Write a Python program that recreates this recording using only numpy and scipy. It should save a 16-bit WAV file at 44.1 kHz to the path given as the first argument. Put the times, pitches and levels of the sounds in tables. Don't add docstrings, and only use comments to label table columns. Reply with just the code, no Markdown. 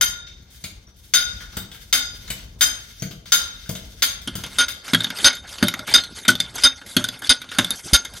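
import sys
import numpy as np
from scipy import signal
from scipy.fft import rfft, irfft, next_fast_len
from scipy.io import wavfile
from scipy.ndimage import uniform_filter1d, minimum_filter1d, map_coordinates

SR = 44100
rng = np.random.default_rng(int(sys.argv[2]) if len(sys.argv) > 2 else 0)


def level_to_linear(level):
    exponent = np.asarray(level, float) / 20
    return 10 ** exponent


def wav_out(sig):
    wavfile.write(sys.argv[1], SR, np.round(np.clip(np.atleast_2d(sig).T, -1, 1) * 32767).astype(np.int16))


N = 361619

SLEEVE_HZ = [260, 576, 895, 1432, 1620, 2120, 3135, 3455, 3662, 3870, 4211, 4400, 4710, 4900, 5250, 5794,
             6338, 7950, 9130, 9830, 10380, 11747, 14900]
# (level [dB], t60 [s])
SLEEVE = [(-11.5, 0.84), (-10.5, 0.27), (-28, 0.79), (-5, 0.49), (-9.5, 0.059), (-7, 0.049), (-6.5, 0.19),
          (-7, 0.017), (-2, 0.27), (-16.5, 0.34), (-33, 0.18), (-9, 0.017), (-19.5, 0.1), (-9.5, 0.13),
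          (-33, 0.22), (-23, 0.12), (-4, 0.44), (-26, 0.079), (11.5, 0.48), (10, 0.54), (3, 0.05),
          (14.5, 0.34), (-20, 0.63)]
# (start [s], end [s], level
# [dB], treble [dB])
LIFTS = [(4.496, 4.595, -41.5, -5), (4.835, 4.917, -37, -6), (5.145, 5.242, -32.5, -3.5),
         (5.468, 5.565, -39.5, -6), (5.865, 5.936, -26.5, -6.5), (6.145, 6.21, -39.5, -4),
         (6.538, 6.634, -32, -6.5), (6.863, 6.964, -42.5, -2), (7.227, 7.273, -33.5, -7.5),
         (7.505, 7.551, -39, -7), (7.75, 7.854, -59.5, 7.5), (7.855, 7.946, -38.5, -6),
         (8.145, 8.191, -38.5, -3.5), (4.912, 4.94, -38, -13), (5.599, 5.626, -36, -23),
         (7.558, 7.59, -45, -26), (6.947, 6.96, -58, -24)]
# (start [s], end [s])
DISSOLVE = (3.82, 4.81)


def unit(x):
    return x / np.sqrt(np.mean(x ** 2) + 1e-20)


def along(points, hz):
    f, v = np.transpose(points)
    return np.interp(np.log(hz + 1), np.log(f + 1), v)


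def curves(rows):
    s, *cols = np.transpose(rows)
    return [np.interp(np.arange(N) / SR, s, c) for c in cols]


def wobble(rate):
    knots = rng.standard_normal(int(N * rate / SR) + 4)
    return map_coordinates(knots, [np.arange(N) * rate / SR])


def filtered(x, response):
    n = x.shape[-1]
    m = next_fast_len(n + 8192)
    return irfft(rfft(x, m) * response(np.fft.rfftfreq(m, 1 / SR)), m)[..., :n]


def patched(x, patchy_db):
    z = signal.stft(x, nperseg=128)[2]
    field = uniform_filter1d(rng.standard_normal(z.shape), size=2, axis=0)
    field = uniform_filter1d(field, size=12, axis=1)
    return signal.istft(z * level_to_linear(patchy_db * unit(field)), nperseg=128)[1][:len(x)]


def add(track, s, sound):
    track[max(round(s * SR), 0):][:len(sound)] += sound


def clanks(rows, drive_db, damping, grit_db, thump_db, grip_db, held_db_per_s, mid_db, top_db,
           edge_db, shine_db):
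    track, t = np.zeros(N + SR), np.arange(SR // 2) / SR
    for s, db, free, low, bright in rows:
        colour = [(300, thump_db), (580, thump_db + 2.5), (1700, low + 6), (3800, 0.0053),
                  (4900, mid_db), (6300, mid_db - 1.0 + 0.87 * bright),
                  (9500, bright + top_db), (12000, bright + edge_db)]
        closing = np.clip((t - free) / 0.0042, 0, 1)
        grip = level_to_linear(grip_db * closing - held_db_per_s * np.clip(t - free, 0, None))
        steel = blow(t, colour, damping, grit_t60=0.2, grit_db=grit_db, rise=0.00033, shine_db=shine_db)
        add(track, s, level_to_linear(db + drive_db) * grip * (1 - (t / t[-1]) ** 4) * steel)
    return track[:N]


def drops(rows, t60, body, ring_db, thud_db, grit_db, rise=0.00098):
    track, t = np.zeros(N + SR), np.arange(SR // 5) / SR
    for s, db, thud, low, top in rows:
        colour = [(500, low - 6), (1700, low + 5), (4000, 0), (8500, top + 5)]
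        steel = blow(t, colour, t60 / 0.5, grit_t60=0.81 * t60, grit_db=grit_db, rise=rise,
                     shine_db=-19.0, lumpy_db=4)
        add(track, s, level_to_linear(db + ring_db) * steel)
        soil = ringing(body, t, [(200, 0.025)], 0.79, split_hz=29.0, rise=0.0044, loose=0.99)
        add(track, s, level_to_linear(thud + thud_db) * soil * (1 - t / t[-1]))
    return track[:N]


def blow(t, colour, damping, grit_t60, grit_db, rise, shine_db, lumpy_db=0):
    # (frequency [Hz], level per Hz [dB])
    crack = [(180, -30), (300, 3.5), (1200, -5.5), (1480, -6), (2740, -8), (3080, -9), (4830, -10.5),
             (7320, -9), (16000, -7)]
    noise = rng.standard_normal(len(t))

    def response(hz):
        lumps = lumpy_db * map_coordinates(noise, [hz / 550])
        level = along(crack, hz) + along(colour, hz) + lumps
        return level_to_linear(level) * singing(hz, over_db=12.0, width_hz=115)

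    grit = unit(filtered(noise, response))
    dull = filtered(grit, lambda hz: 1 / (1 + (hz / 6500) ** 6))
    grit = dull + (grit - dull) * level_to_linear(9.5 - 60 * t / (0.67 * grit_t60))
    rattle = level_to_linear(grit_db - 60 * t / grit_t60) * (1 - np.exp(-t / rise)) * grit
    lines = [(hz, db + shine_db * (hz > 8000)) for hz, db in colour]
    modes = [(hz, db, t60 * (0.5 if hz > 8000 else 1))
             for hz, (db, t60) in zip(SLEEVE_HZ, SLEEVE)]
    return ringing(modes, t, lines, damping, split_hz=18.9, rise=rise, loose=1.34) + rattle


def ringing(modes, t, colour, damping, split_hz, rise, loose):
    hz, db, t60 = (np.repeat(c, 3)[:, None] for c in np.transpose(modes))
    chance = rng.standard_normal((len(hz), 3))
    lasting = (np.arange(len(hz)) % 3 == 0)[:, None]
    life = t60 * damping * (1 + lasting * np.where(hz > 8000, 0.9, 2.8))
    strength = db + along(colour, hz) + 0.1 * loose * chance[:, :1] - 13.6 * lasting
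    level = level_to_linear(strength - 60 * t / life)
    spread = np.clip(hz / 1300, .2, 1)
    split = spread * split_hz * (1 - 0.72 * lasting) * chance[:, 1:2]
    phase = 2 * np.pi * (hz + split) * t + spread * loose * chance[:, 2:]
    return (level * np.sin(phase)).sum(0) * (1 - np.exp(-t / rise))


def singing(hz, over_db, width_hz):
    peaks = [level_to_linear(db + over_db) / (1 + ((hz - c) / width_hz) ** 2)
             for c, (db, _) in zip(SLEEVE_HZ[2:-6], SLEEVE[2:])]
    return 1 + sum(peaks)


def pings(rows):
    track, t = np.zeros(N + SR), np.arange(SR // 2) / SR
    for s, db, hz, t60 in rows:
        trio = np.sin(2 * np.pi * hz * t)
        trio += 0.39 * np.sin(2 * np.pi * (hz + 44.7) * t + hz)
        trio += 0.43 * np.sin(2 * np.pi * (hz - 17.15) * t + s * hz)
        shape = level_to_linear(db - 60 * t / t60) * (1 - np.exp(-t / 0.00054)) * (1 - (t / t[-1]) ** 4)
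        add(track, s, shape * trio)
    return track[:N]


def lifts():
    track = np.zeros(N + SR)
    for start, end, db, treble_db in LIFTS:
        t = np.arange(round((end - start) * SR)) / SR
        kicks = (rng.random(len(t)) < 220 / SR) * level_to_linear(1.2 * rng.standard_normal(len(t)))
        bursts = signal.lfilter([1], [1, -np.exp(-1 / (0.00022 * SR))], kicks)
        catches = rng.standard_normal(len(t)) * (.5 + bursts)
        edges = np.clip(np.minimum(t / 0.027, (end - start - t) / 0.007), 0, 1)
        colour = [(500, -0.5), (1500, 0.0), (5000, 1.5), (10000, treble_db)]
        tone = lambda hz: level_to_linear(along(colour, hz)) * singing(hz, over_db=3.5, width_hz=110)
        grating = patched(filtered(catches, tone), patchy_db=5)
        add(track, start, level_to_linear(db) * edges * unit(grating))
    return track[:N]


def jolts():
    # (time [s], peak [dB])
    pushes = [
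        (5.247, -2),
        (5.937, -29),
        (6.638, -6.5),
        (7.29, -3.5),
        (7.929, 12.5),
    ]
    track, t = np.zeros(N + SR), np.arange(SR // 5) / SR
    for s, db in pushes:
        swing = np.sin(2 * np.pi * 55 * t) * (1 - np.exp(-t / 0.012))
        add(track, s, level_to_linear(db + 2.5 - 60 * t / 0.043) * swing)
    return track[:N]


def sliding(slides, blows, rest_db, shake_db, shake_t60, hiss_t60):
    t = np.arange(N) / SR
    scrape, hiss = np.outer(level_to_linear(rest_db), np.ones(N))
    for start, end, db, hiss_db in slides:
        settling = level_to_linear(db - 60 * np.clip(t - end, 0, None) / 0.55)
        shape = settling * np.clip((t - start) / 0.0092, 0, 1)
        scrape, hiss = scrape + shape, hiss + level_to_linear(hiss_db) * shape
    for s, *_ in blows:
        since = np.clip(t - s, 0, None)
        scrape = scrape + level_to_linear(shake_db[0] - 60 * since / shake_t60) * (t > s)
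        hiss = hiss + level_to_linear(shake_db[1] - 60 * since / hiss_t60) * (t > s)
    return scrape, hiss


def bed(vent_rows, motion, scrape, alike, sing_db, rough_db, patchy_db):
    # (frequency [Hz], level per Hz [dB])
    rumble = [(12, -46), (20, -39), (38, -7.5), (62, -5.5), (129, -16), (151, -22.5), (195, -19.5),
              (270, -27.5), (921, -39), (1500, -46.5), (1950, -79), (3300, -120)]
    draught = level_to_linear(curves(vent_rows)[0] + 2.65 * wobble(4.62))
    vent = draught * rush(lambda hz: level_to_linear(along(rumble, hz)), alike, patchy_db=-2.0)
    catches = level_to_linear(rough_db * (wobble(45) + 0.088 * np.abs(wobble(180))))
    tone = lambda hz: level_to_linear(along(scrape, hz)) * singing(hz, sing_db, width_hz=46)
    slide = unit(catches * rush(tone, alike, patchy_db))
    body = filtered(slide, lambda hz: 1 / (1 + (hz / 6800) ** 12))
    return vent + motion[0] * unit(body) + motion[1] * unit(slide - body)


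def rush(gain, alike, patchy_db):
    z = signal.stft(rng.standard_normal((2, N)), nperseg=256)[2]
    field = uniform_filter1d(rng.standard_normal(z.shape[1:]), size=5, axis=0)
    field = uniform_filter1d(field, size=9, axis=1)
    pair = signal.istft(z * level_to_linear(patchy_db * unit(field)), nperseg=256)[1][:, :N]
    turn = lambda hz: np.arccos(np.clip(along(alike, hz), -1, 1)) / 2
    mid, side = filtered(pair, lambda hz: gain(hz) * [np.cos(turn(hz)), np.sin(turn(hz))])
    return unit(np.array([mid + side, mid - side]))


def lab(x, shorten):
    # (frequency [Hz], t60 [s])
    room_t60 = [(100, 0.51), (500, 0.81), (2000, 0.52), (6000, 0.44), (12000, 0.28)]
    wet, step = np.zeros((2, N + 2 * SR)), SR // 3
    for k in range(0, N, step):
        hz, t, z = signal.stft(rng.standard_normal((2, SR * 2 // 3)), SR, nperseg=256)
        decay = level_to_linear(-60 * t / (shorten * along(room_t60, hz))[:, None])
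        tail = signal.istft(z * decay, SR, nperseg=256)[1]
        part = signal.fftconvolve(x[None, k:k + step], tail / np.linalg.norm(tail[0]), axes=1)
        wet[:, k + 250:][:, :part.shape[1]] += part
    return wet[:, :N]


def limited(x, top):
    need = np.minimum(1, top / (np.abs(x).max(0) + 1e-9))
    return x * uniform_filter1d(minimum_filter1d(need, size=89), size=44)


def near_camera():
    # (time [s], peak [dB], free ring [s], low ring [dB], top ring [dB])
    stops = [
        (4.5852, -7, 0.064, -7.5, -10),
        (5.2441, 1.5, 0.042, -11, -12),
        (5.9389, -3.5, 0.025, -9.5, -10.5),
        (6.636, -6, 0.037, -6.5, -8),
        (7.2934, -5, 0.035, -14, -14.5),
        (7.933, -4.5, 0.033, -9, -7),
    ]
    # (time [s], peak [dB], thud [dB], low ring [dB], top ring [dB])
    landings = [
        (4.274, -9.5, -24.5, -5.5, -13.5),
        (4.9333, -2.5, -14, -12.5, -18),
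        (5.626, -2.5, -11.5, -4, -11),
        (6.28, 7.5, -14, -16.5, -11),
        (6.9658, -0.5, -14, -5.5, -8.5),
        (7.5849, 4, -14.5, -5.5, -8.5),
    ]
    # (time [s], peak [dB], low ring [dB], top ring [dB])
    skips = [(4.9463, 0, -7, -16), (5.006, -15, -14, -18), (5.0186, -20, -6, -26),
             (5.0434, -10, -16, -22.5), (5.068, -24, -5, -29), (5.1027, -12.5, -7, -14),
             (5.638, -21, 5.5, 4), (5.676, -34, -12, -12), (5.683, -9, -7, -6.5),
             (5.7391, -11.5, -8, -16.5), (5.7922, -20, -2, -11), (6.2894, -8, 10.5, 0),
             (6.353, -14.5, -22, -15), (6.4017, -7.5, -12, -5.5), (7.0409, -11.5, -12, -7),
             (7.087, -15, -12, -10), (7.645, -15, -7, -7), (7.7057, -11, -13, -5.5)]
    # (time [s], peak [dB], low ring [dB], top ring [dB])
    knocks = [(4.4364, -19, -4, -17), (4.462, -24.5, -10, -13), (4.8795, -21, -5, -15),
              (5.35, -25, -14, -11), (5.581, -23, -12, -19), (5.9771, -9.5, -9, -16),
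              (6.036, -20, -17, -15), (6.2492, -19.5, -3.5, -14), (6.3012, -12.5, -28, -7),
              (6.814, -30.5, 3, -22), (6.862, -30.5, -15, -8), (6.911, -29, -15, -18),
              (7.158, -41, 14, -25), (7.19, -34, -18, 8), (7.219, -21, -1, -11), (7.251, -35, -10, -20),
              (7.416, -23.5, -10, -11.5), (7.441, -31.5, -1, -15), (7.489, -29, -11, -19),
              (7.515, -20, -1.5, -15), (7.547, -25, -8, -15), (8.048, -20, -7, -12),
              (8.1357, -30.5, -10, -11)]
    # (time [s], peak [dB], low ring [dB], top ring [dB])
    snags = [(4.8468, -35, -19, -4), (5.035, -19, -8, -9), (5.1496, -37, -10, -10), (5.186, -19, -12, -12),
             (5.206, -20, -12, -14), (5.33, -18.5, -5, -18), (5.367, -25, -12, -16), (5.421, -48, -11, -16),
             (5.4773, -32, -17.5, -24), (5.4913, -31, -22, -16), (5.5257, -28.5, -9, -3),
             (5.779, -41, -7, -16), (5.8753, -16.5, -5, -16), (5.891, -34, -4, -14), (6.1588, -34, -7, -16),
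             (6.1858, -23.5, -18, -15), (6.5544, -25, -5, 9), (6.582, -17.5, -4, -12),
             (6.6222, -17.5, -20, -17), (7.049, -17, -17, -14), (6.411, -26, -15, -16),
             (5.637, -15, -1, -9), (7.237, -28, 5, -14), (7.27, -18, -20, -16), (7.847, -32, -6, -1),
             (7.8928, -27, -13, -14)]
    # (time [s], peak [dB], frequency [Hz], t60 [s])
    contact_pings = [(5.0045, -16, 3650, 0.036), (5.043, -4.5, 3660, 0.034), (5.0715, -28, 3490, 0.045),
                     (5.103, -29, 2220, 0.056), (5.1865, -26, 4470, 0.048), (5.258, -1.5, 6330, 0.044),
                     (5.25, -1, 4900, 0.095), (5.3, -31, 3665, 0.42), (5.26, -4.5, 1450, .08),
                     (5.305, -20.5, 2155, .06), (5.34, -28, 4280, .06), (5.671, -14, 3670, 0.043),
                     (5.684, -11, 3780, 0.041), (5.74, -23, 3660, 0.045), (5.905, -30, 3000, 0.037),
                     (5.9385, -3.5, 4900, 0.075), (5.948, 0.5, 3654, 0.069), (6.008, -20, 4230, 0.072),
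                     (6.036, -18, 4230, 0.062), (6.25, -24, 3674, .08), (6.353, -26, 3530, 0.042),
                     (6.4025, -2, 3560, 0.028), (6.403, -21, 4900, 0.074), (6.41, -22.5, 2175, 0.034),
                     (6.637, 1.5, 3670, 0.12), (6.637, 0.5, 4975, 0.077), (6.967, -7, 3297, 0.022),
                     (7.041, -14, 3580, 0.047), (7.044, -14, 1475, 0.037), (7.087, -18, 3430, 0.034),
                     (7.157, -34, 2190, 0.026), (7.2455, -15, 3470, 0.037), (7.294, -8, 4886, 0.083),
                     (7.294, -3.5, 9130, 0.086), (7.309, -13, 4510, .03), (7.417, -30.5, 1465, 0.076),
                     (7.49, -33, 3640, .05), (7.294, -22, 7870, 0.074), (5.89, -26, 2300, 0.055),
                     (5.92, -36, 3130, 0.046), (5.2, -26, 3110, 0.046), (5.63, -17, 591, 0.085),
                     (6.97, -27.5, 601, 0.17), (7.646, -10, 3490, 0.024), (7.707, -8.5, 3647, 0.049),
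                     (8.049, -26.5, 3760, 0.04),
                     (4.899, -24, 5200, .03), (4.899, -29, 2150, .04), (4.948, -13, 3266, 0.054),
                     (5.8, -39, 600, 0.24), (6.283, -8.5, 3114, 0.072), (6.29, 0, 1455, 0.06),
                     (7.936, -10.5, 6340, .14), (7.047, -41, 9560, 0.064), (7.09, -29, 4870, 0.058),
                     (7.936, -9, 4900, 0.069)]
    # (frequency [Hz], level [dB], t60 [s])
    block = [(112.7, -8.5, 0.88), (174.6, -5, 0.5), (212.5, 10.5, 0.071), (252.7, 9.5, 0.077),
             (347.5, -4.5, 0.13), (589, -6, 0.096)]
    # (frequency [Hz], level per Hz [dB])
    scrape = [(180, -1), (300, -3), (773, -5.5), (995, -8.5), (1360, -7.5), (4110, -10.5), (4590, -7),
              (7250, -24.5), (11800, -28), (13000, -64)]
    # (time [s], level [dB])
    vent_rows = [(4.2, -49), (4.55, -38.5), (4.9, -53), (5.17, -46), (5.6, -49.5), (6.2, -50), (6.5, -46),
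                 (6.9, -53.5), (8.2, -53)]
    # (ring [dB], rattle over it [dB], rise [s])
    thuddy = (-15, 9.33, 0.0016)
    pingy = (-10, 5, .0006)

    steel = clanks(stops, drive_db=-0.5, damping=0.55, grit_db=-3.0, thump_db=-17.0, grip_db=-11.5,
                   held_db_per_s=59, mid_db=5.5, top_db=4.0, edge_db=-5.0, shine_db=-16.5)
    bounces = [(s, db, -36.5, low, top) for s, db, low, top in skips]
    ticks = [(s, db, -50.5, low, top) for s, db, low, top in knocks]
    contacts = (landings, 0.068, thuddy), (bounces, 0.051, pingy), (ticks, 0.11, thuddy)
    for rows, t60, (ring_db, grit_db, rise) in contacts:
        steel = steel + drops(rows, t60, block, ring_db, thud_db=-8.0, grit_db=grit_db, rise=rise)
    steel = steel + pings(contact_pings)

    fade_in = np.interp(np.arange(N) / SR, DISSOLVE, [0, 1])
    slides = [(start, end, -28.5 + 0.56 * db, treble_db + 8.0) for start, end, db, treble_db in LIFTS]
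    slides += [(s, s + 0.16, -43, -11) for s, *_ in landings]
    motion = sliding(slides, stops + landings, rest_db=[-48, -63], shake_db=[-32, -38],
                     shake_t60=0.11, hiss_t60=0.1)
    air = bed(vent_rows, motion, scrape, [(100, 1.0)], sing_db=14.5, rough_db=2.0, patchy_db=4.6)[0]
    room = level_to_linear(-14.5) * lab(steel, shorten=0.32)[0] + fade_in * air
    catches = [(s, db, -70, low, top) for s, db, low, top in snags]
    caught = drops(catches, 0.076, block, -15, thud_db=0, grit_db=7.5)
    mix = steel + lifts() + caught + jolts() + room
    sound = limited(mix[None], top=1.02 * np.clip(fade_in, .1, 1) ** 2.33)
    return filtered(sound, lambda hz: 1 / (1 + (hz / 12300) ** 70) * (1j * hz / (34 + 1j * hz)) ** 2)


def far_camera():
    # (time [s], peak [dB], free ring [s], low ring [dB], top ring [dB])
    stops = [
        (0.0105, -10.5, 0.035, -8, -1.5),
        (1.1369, -8.5, 0.072, -10, -4),
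        (1.927, -8, 0.059, -12, -4.5),
        (2.609, -7, 0.034, -8, -1),
        (3.3203, -7.5, 0.039, -9.5, -3),
        (4.0216, -8, 0.023, -11.5, -6),
        (4.6824, -22.5, 0.044, -10.5, -5.5),
    ]
    # (time [s], peak [dB], thud [dB], low ring [dB], top ring [dB])
    landings = [
        (0.639, -20, -38.5, -15.5, -12.5),
        (1.5685, -18.5, -30.5, -8.5, -5),
        (2.302, -17, -34.5, -10.5, -10.5),
        (3.021, -21, -28, -7, -8),
        (3.692, -20, -26.5, -10, -5),
        (4.353, -21.5, -31.5, -7, -9),
    ]
    # (time [s], peak [dB], thud [dB], low ring [dB])
    knocks = [(0.421, -47, -71, -10), (0.874, -49, -52, 0), (1.4061, -30, -68, 1), (1.529, -40.5, -47, 7),
              (1.715, -30.5, -53, -7.5), (1.745, -33.5, -63, -10), (2.2762, -30.5, -64, -8),
              (2.393, -34.5, -65, -6), (2.996, -52, -55, -27), (3.1086, -30.5, -38.5, -7.5),
              (3.256, -36, -50, -8), (3.658, -37, -52, -2), (3.751, -25, -54, -8.5), (4.215, -33, -52, -21)]
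    # (time [s], peak [dB], frequency [Hz], t60 [s])
    far_pings = [(0.01213, -36, 3665, 1.07), (3.322, -22, 4890, 0.2), (3.322, -34, 3680, 0.87),
                 (2.611, -42, 3646, 0.78), (1.928, -27, 3665, 0.54), (1.928, -20, 6340, 0.2),
                 (1.138, -22, 1440, 0.52), (1.138, -37, 3665, 0.98), (2.302, -31, 3000, .08),
                 (2.302, -40, 2160, .08), (1.928, -28, 1440, 0.45), (4.023, -40, 3710, 0.71),
                 (2.3, -42, 6300, 0.18), (4.354, -48, 6420, 0.18), (2.998, -38, 5780, 0.056),
                 (.012, -32, 4900, 0.35), (.012, -30, 6340, 0.4), (.28, -53, 2270, 0.073),
                 (0.87, -51, 5830, .08), (1.138, -29.5, 4970, 0.56), (1.138, -19, 3100, 0.072),
                 (1.155, -23, 3674, 0.31), (1.37, -53, 3720, .08), (1.404, -38.5, 2200, 0.062),
                 (1.6, -39, 3700, 0.099), (1.928, -21.5, 4900, 0.37), (2.611, -26.5, 6340, 0.35),
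                 (2.611, -22.5, 4960, 0.27), (3.564, -37.5, 3690, 0.06), (3.907, -57, 3640, .1),
                 (4.023, -27, 3300, 0.11)]
    # (start [s], end [s], scrape [dB], hiss over it
    # [dB])
    slides = [(0.5, 0.63, -57.5, 4), (0.96, 1.1, -61, 5.5), (1.27, 1.45, -44.5, -9.5),
              (1.52, 1.57, -47.5, -9), (1.72, 1.86, -56.5, 2), (1.9, 1.93, -72, -16),
              (0.262, 0.275, -47, -20), (2.1, 2.3, -48.5, -3.5), (2.36, 2.44, -57, 1),
              (2.585, 2.61, -53, 5), (2.72, 3.0, -48.5, -4), (3.255, 3.32, -43.5, -9),
              (3.4, 3.66, -48.5, -8), (3.78, 4.0, -51, -2.5), (4.36, 4.7, -40, -1)]
    # (frequency [Hz], level [dB], t60 [s])
    floor_thud = [(113, -21, 0.18), (143.3, 6, 0.041), (182, -6, 0.13), (225, -21, 0.15), (299, -6, 0.045),
                  (461, -9.5, 0.058), (640, -4, 0.028)]
    # (frequency [Hz], level per Hz [dB])
    scrape = [(410, -35.5), (700, -35), (1640, -12.5), (1730, -14), (1890, -12.5), (5000, -9.5), (5760, -7),
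              (7270, -13.5), (8610, -11.5), (15400, -12.5)]
    # (time [s], level [dB])
    vent_rows = [(0.0, -43.5), (0.45, -50), (1.04, -44.5), (1.5, -46.5), (2.27, -42), (2.63, -44),
                 (3.5, -48), (4.2, -40), (4.8, -66)]
    # (frequency [Hz], left-right likeness [0-1])
    alike = [(60, 1), (180, 0.9), (550, 0.75), (1650, 0.19), (4970, 0.16), (15000, 0.17)]
    # (frequency [Hz], level [dB])
    echo = [(200, 3), (1500, -2), (5000, -1), (10000, 1.5)]
    # (frequency [Hz], level [dB])
    spread = [(100, -37), (400, -3), (1500, 1), (4000, 0.5), (9000, -1)]

    steel = clanks(stops, drive_db=-9.5, damping=0.74, grit_db=1.5, thump_db=-23, grip_db=-16.5,
                   held_db_per_s=0, mid_db=3.5, top_db=-4.0, edge_db=-1.5, shine_db=-15)
    ticks = [(*row, -12) for row in knocks]
    for rows, t60 in (landings, 0.15), (ticks, 0.19):
        steel = steel + drops(rows, t60, floor_thud, ring_db=-23.5, thud_db=1.0, grit_db=14.0)
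    steel = steel + pings(far_pings)

    direct = np.array([steel * level_to_linear(4.5), np.roll(steel, 2) * level_to_linear(0.5)])
    ports = lambda hz: level_to_linear(along(echo, hz)) * [hz >= 0, level_to_linear(along(spread, hz))]
    mid, side = filtered(lab(steel, shorten=0.88), ports)
    wet = np.array([mid + side, mid - side]) * level_to_linear([[-1.5], [-4.5]])
    fade_out = np.interp(np.arange(N) / SR, DISSOLVE, [1, 0])
    motion = sliding(slides, landings, rest_db=[-62, -71], shake_db=[-52, -52],
                     shake_t60=0.37, hiss_t60=0.15)
    air = bed(vent_rows, motion, scrape, alike, sing_db=11.0, rough_db=2.0, patchy_db=0.5)
    sound = limited(direct + wet, top=1.0) + fade_out * level_to_linear([[1.2], [-1.2]]) * air
    return filtered(sound, lambda hz: 1 / (1 + (hz / 15900) ** 60))


def thinned(x, under_db, from_hz, odds):
    hz, _, z = signal.stft(x, SR, nperseg=2048)
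    power = (np.abs(z[:, :1024]) ** 2).reshape(len(x), 64, 16, -1).mean(2)
    band = uniform_filter1d(power, size=2, axis=2)
    weak = band < -level_to_linear(2 * under_db) * minimum_filter1d(-band, size=5, axis=1)
    weak |= band < level_to_linear(2 * -36) * band[:, 3:].max(axis=1, keepdims=True)
    weak |= unit(uniform_filter1d(rng.standard_normal(band.shape[1:]), size=7, axis=1)) > odds
    weak &= band < np.roll(band, 2, axis=2)
    z[:, :1024] *= 1 - np.repeat(weak, 16, axis=1) * (hz[:1024, None] > from_hz)
    return signal.istft(z, SR, nperseg=2048)[1][:, :N]


def scene():
    far, near = far_camera(), near_camera()
    far = thinned(far, under_db=-10, from_hz=7300, odds=1.0)
    return far + thinned(near, under_db=-9, from_hz=7600, odds=1.7)


def roll_off(x):
    return signal.sosfilt(signal.butter(12, 16350, fs=SR, output="sos"), x)


def record(dry):
    opening = np.clip(np.arange(N) / (.008 * SR), 0, 1)
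    return roll_off(np.clip(dry * opening, -1, 1))


dry = scene()
out = record(dry)
wav_out(out)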